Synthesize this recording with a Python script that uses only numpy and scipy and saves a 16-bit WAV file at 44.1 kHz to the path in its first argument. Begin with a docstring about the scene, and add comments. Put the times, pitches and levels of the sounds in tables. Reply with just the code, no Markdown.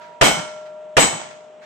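"""Two revolver shots at an outdoor range, heard from a few metres behind the shooter: shaped noise bursts.
Each blast slaps back from a timber wall, rolls away among fences and trees as grainy noise, and returns in dull booms.
Each bullet clangs a steel plate: a noise splash, decaying sine modes and a wash of close upper sines. The lowest
modes still sing from the hit before. The dying tail of an earlier shot, faint far-off reports and open air are
coloured noise. The loudest peaks overload the microphone."""
import sys
import numpy as np
from scipy import signal
from scipy.fft import rfft, irfft
from scipy.io import wavfile
from scipy.ndimage import uniform_filter1d

SR = 44100
rng = np.random.default_rng(int(sys.argv[2]) if len(sys.argv) > 2 else 0)


def waveform_to_disk(signal):
    """Save audio, clipped to [-1, 1], as 16-bit WAV at the path in sys.argv[1]."""
    frames = np.transpose(np.atleast_2d(signal))
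    scaled = np.clip(frames, -1, 1) * 32767
    samples = np.round(scaled).astype(np.int16)
    wavfile.write(sys.argv[1], SR, samples)


N = 72765

# The two shots, with level offsets for each layer:
# (time [s], blast level [dB], reverberation and echo level [dB], plate splash and shimmer level [dB])
SHOT_TABLE = [(0.2116, 3, 1, 8.5), (0.9673, 3, 1, 5.5)]
FLIGHT_S = 0.019  # from the shot to its clang
RING_RISE_S = 0.022  # attack of the ringing steel


def undb(db):
    """Decibels to gain."""
    return 10 ** (np.asarray(db) / 20)


def along(points, hz):
    """Read (frequency [Hz], value) points on a log-frequency axis."""
    p = np.array(points, float)
    return np.interp(np.log(np.maximum(hz, 1)), np.log(p[:, 0]), p[:, 1])


def noise(spectrum, likeness):
    """Stereo noise of rms 1 with a given colour and likeness between the ears, growing alike in the bass."""
    bass_alike_hz = 90
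    hz = np.fft.rfftfreq(N, 1 / SR)
    alike = np.clip(likeness, -1, 1)
    alike = alike + (1 - alike) / (1 + (hz / bass_alike_hz) ** 2)
    mid, side = rfft(rng.standard_normal((2, N)))
    common = np.sqrt(1 + alike) * mid
    opposed = np.sqrt(np.maximum(1 - alike, 0)) * side * np.array([[1], [-1]])
    y = irfft((common + opposed) * undb(along(spectrum, hz)), N)
    return y / y.std()


def walk(rate):
    """Smoothed random drift for each ear, spread 1; a higher rate [Hz] moves faster."""
    k = max(int(SR / rate), 1)
    y = uniform_filter1d(uniform_filter1d(rng.standard_normal((2, N)), k), k)
    return y / y.std()


def since(start):
    """Seconds since a moment."""
    return np.arange(N) / SR - start


def envelope(age, rise, hold, t60):
    """Straight attack, then exponential release from the end of the hold; all times from age zero [s]."""
    return np.clip(age / rise, 0, 1) * np.exp(-np.log(1000) * np.maximum(age - hold, 0) / t60)


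def swell(age, width):
    """A bell-shaped bump around age zero."""
    return np.exp(-.5 * (age / width) ** 2)


def blasts():
    """The muzzle blast with its nearest reflections, then the dull slap of the wall; both shots take the same paths."""
    # Colour of the muzzle blast: (frequency [Hz], relative level [dB])
    blast_colour = [(25, 1.5), (60, -16), (130, 0), (330, -1.5), (530, 4.5), (670, 6), (950, -27.5),
                    (1200, 4.5), (1700, -1.5), (3000, -4.5), (4500, -13), (8000, -16), (10000, -23.5),
                    (13000, -41)]
    # Colour of the wall's reflection: (frequency [Hz], relative level [dB])
    wall_colour = [(30, -10), (150, -10), (400, -10), (530, -7.5), (640, -2.5), (780, -2), (920, 9.5),
                   (1200, -24), (2000, -24.5), (8000, -37)]
    # Levels ahead of each shot's own offset
    blast_db, blast_hold_s, blast_t60_s, blast_likeness = -8.5, 0.011, 0.12, 0.13
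    wall_db, wall_delay_s, wall_width_s, wall_likeness = -7, 0.01785, 0.0024, 0.47

    age = since(0)
    crack = noise(blast_colour, blast_likeness) * envelope(age, 0.0017, blast_hold_s, blast_t60_s)
    slap = noise(wall_colour, wall_likeness) * swell(age - wall_delay_s, wall_width_s)
    shot = undb(blast_db) * crack + undb(wall_db) * slap
    out = 0
    for start, db, _, _ in SHOT_TABLE:
        placed = np.roll(shot, int(start * SR), axis=1) * (since(start) > 0)
        out = out + undb(db) * placed
    return out


def reverberation():
    """Dense, grainy scatter from fences and trees, each frequency band dying at its own rate."""
    # Colour of the scatter: (frequency [Hz], relative level [dB])
    tail_colour = [(25, -10), (60, -30.5), (140, -1.5), (280, 0.5), (450, -0.5), (800, 3), (1300, -4.5),
                   (2000, -4.5), (3100, -6.5), (4400, -14), (6000, -13), (8200, -14), (9200, -27),
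                   (11200, -30.5), (12800, -35.5)]
    # Decay of the scatter: (band centre [Hz], time to fall 60 dB [s])
    tail_decay = [(40, .33), (150, 0.63), (400, .5), (900, 0.7), (2500, 0.61), (6000, 0.67), (12000, 0.37)]
    tail_db, rise_s, hold_s, likeness = -13.5, 0.0047, 0.064, 0.025  # level ahead of each shot's offset
    drop_db, drop_s = -5.5, 0.054  # the near reflections run out
    grain_db, grain_rate_hz = 1.5, 900  # single reflections stand out of the scatter
    cluster_db, cluster_rate_hz = 1.4, 210  # and they arrive in clusters

    scatter = rfft(noise(tail_colour, likeness))
    hz, out = np.fft.rfftfreq(N, 1 / SR), 0
    for centre, t60 in tail_decay:
        # Overlapping triangles on the log-frequency axis that add up to the whole scatter
        triangle = [(f, f == centre) for f, _ in tail_decay]
        band = irfft(scatter * along(triangle, hz), N)
        for start, _, db, _ in SHOT_TABLE:
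            age = since(start)
            drop = drop_db * np.clip((age - hold_s) / drop_s, 0, 1)
            out = out + band * undb(tail_db + db + drop) * envelope(age, rise_s, hold_s, t60)
    return out * undb(grain_db * walk(grain_rate_hz) + cluster_db * walk(cluster_rate_hz))


def echoes():
    """Each shot comes back from the banks and trees as a few soft booms of band-shaped noise."""
    # Dull echoes: (delay [s], level before the shot's offset [dB], centre frequency [Hz])
    echo_paths = [(.108, -39, 100), (.11, -41, 800), (.178, -34, 155), (.165, -35, 850)]
    width_s, skirt_db = 0.013, -23  # skirt: fall per octave away from the centre
    out, octaves = 0, np.arange(-6, 7)
    for delay, echo_db, hz in echo_paths:
        colour = np.c_[hz * 2. ** octaves, skirt_db * abs(octaves)]
        boom = noise(colour, 0.9)
        for start, _, db, _ in SHOT_TABLE:
            out = out + boom * undb(db + echo_db) * swell(since(start + delay), width_s)
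    return out


def plate():
    """Each bullet splashes on the steel and starts its modes afresh; scattered paths make high modes waver most."""
    # Colour of the bullet splash: (frequency [Hz], relative level [dB])
    splash_colour = [(500, -43), (3000, 17.5), (8000, -3), (10500, 4.5), (12800, -0.5)]
    # Modes of the steel plate: (frequency [Hz], time to fall 60 dB [s])
    plate_modes = [(613.8, 14), (665.5, 5), (953, 4), (1367.5, 1.4), (1473, .5), (2197, .5), (3031, .5),
                   (3067, .45), (3226, .4), (3757, .42), (4081, .45), (5858, .6), (6690, .55), (7092, .36),
                   (7919, .4), (8446, .42), (8829, .42), (9247, .32), (9925, .35), (12320, .28)]
    # Mode levels, one column per mode in that order (level [dB]); rows: still ringing at the start
    # (lowest modes only), first hit, second hit
    mode_levels = [
        [-46, -51.5, -45, -53.5],
        [-34.5, -50.5, -50, -34, -25.5, -19, -23.5, -36.5, -20.5, -46, -28, -41, -45.5, -44.5, -31, -26, -33,
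         -38.5, -42, -39],
        [-41.5, -51.5, -59.5, -44, -58.5, -22, -36, -24, -44.5, -28, -27, -50, -31.5, -30.5, -20, -24.5, -52,
         -28.5, -53, -44],
    ]
    # Balance of each mode in that order: (left minus right [dB])
    mode_balance = [3.5, 6, -11.5, -3.5, -13.5, -3.5, -12.5, -11.5, -8.5, -7.5, -8.5, -23.5, -23.5, -28, 23,
                    18.5, -5, 5.5, -5.5, -30]
    splash_db, splash_t60_s = -25.5, 0.25  # level ahead of each shot's offset
    waver, waver_rate_hz = 0.19, 54  # waver depth at 3000 Hz and above

    hits = [start + FLIGHT_S for start, *_ in SHOT_TABLE]
    splash, out = noise(splash_colour, 0), 0
    for hit, (*_, db) in zip(hits, SHOT_TABLE):
        out = out + splash * undb(splash_db + db) * envelope(since(hit), 0.0026, 0, splash_t60_s)

    # The first ringing begins one rise early, so it is already sounding at time zero
    for hit, next_hit, levels in zip([-RING_RISE_S] + hits, hits + [np.inf], mode_levels):
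        age = since(hit)
        choke = np.clip(-since(next_hit) / RING_RISE_S, 0, 1)  # old ringing fades out just before the next hit
        for (hz, t60), db, pan_db in zip(plate_modes, levels, mode_balance):
            height = min(hz / 3000, 1)
            paths = 1 + waver * height * (walk(waver_rate_hz) + 1j * walk(waver_rate_hz))
            balance = undb(np.array([[pan_db], [-pan_db]]) / 2)
            phase_spread = np.exp(.6j * height * np.array([[1], [-1]]))
            spin = np.exp(2j * np.pi * (hz * age + rng.random()))
            tone = (balance * phase_spread * paths * spin).imag
            # A sine of amplitude sqrt(2) has rms 1
            out = out + np.sqrt(2) * undb(db) * envelope(age, RING_RISE_S, 0, t60) * choke * tone
    return out


def shimmer():
    """A crowd of weak, close upper modes gives each hit its metallic wash."""
    shimmer_db, t60_s, low_hz, high_hz = -27, 0.49, 4905, 8100  # level ahead of each shot's offset
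    t, crowd, struck = since(0), 0, 0
    for place, *phases in rng.random((60, 3)):
        hz = low_hz + (high_hz - low_hz) * place
        crowd = crowd + np.sin(2 * np.pi * (hz * t + np.array(phases)[:, None]))  # own phase at each ear
    for start, *_, db in SHOT_TABLE:
        struck = struck + undb(db) * envelope(since(start + FLIGHT_S), RING_RISE_S, 0, t60_s)
    return undb(shimmer_db) * struck * crowd / crowd.std()


def surroundings():
    """Dying tail of an earlier shot, then faint far-off reports, over gently shifting air: all coloured noise."""
    # Dying tail of an earlier shot (first row), then faint far-off reports:
    # (time [s], level [dB], rise [s], time to fall 60 dB [s])
    distant_swells = [(.0, -43.5, .02, 0.57), (.55, -53, .02, .35), (.652, -42, .016, .16),
                      (1.3, -37.5, 0.016, 0.13), (1.608, -42.5, 0.033, 0.46)]
    # Colour shared by that tail and the reports: (frequency [Hz], relative level [dB])
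    distant_colour = [(100, -16), (400, -30), (800, -5.5), (1500, 12), (3000, 1.5), (7500, -10.5),
                      (9500, -25.5)]
    # Colour of the open air: (frequency [Hz], relative level [dB])
    air_colour = [(25, -35.5), (70, -23.5), (170, -1), (300, -8.5), (430, 2), (530, -4.5), (800, -1),
                  (1300, -10), (2200, -15), (3200, -16), (4500, -29.5), (8000, -26.5), (9500, -48.5),
                  (13000, -66)]
    air_db, air_likeness = -51, 0.56

    loudness = 0
    for start, db, rise, t60 in distant_swells:
        loudness = loudness + undb(db) * envelope(since(start), rise, 0, t60)
    distant = noise(distant_colour, 0.18) * loudness
    air = noise(air_colour, air_likeness) * undb(air_db + 0.64 * walk(24))
    return distant + air


def scene():
    """Shots, their echoes, the steel plate and the surroundings."""
    return blasts() + reverberation() + echoes() + plate() + shimmer() + surroundings()


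def record(dry):
    """The microphone rounds the loudest peaks; the recorder cuts the top."""
    mic_ceiling, top_hz = 0.75, 13300
    rounded = mic_ceiling * np.tanh(dry / mic_ceiling)
    low_pass = signal.ellip(8, .2, 70, top_hz, fs=SR, output="sos")
    return signal.sosfilt(low_pass, rounded)


dry = scene()
out = record(dry)
waveform_to_disk(out)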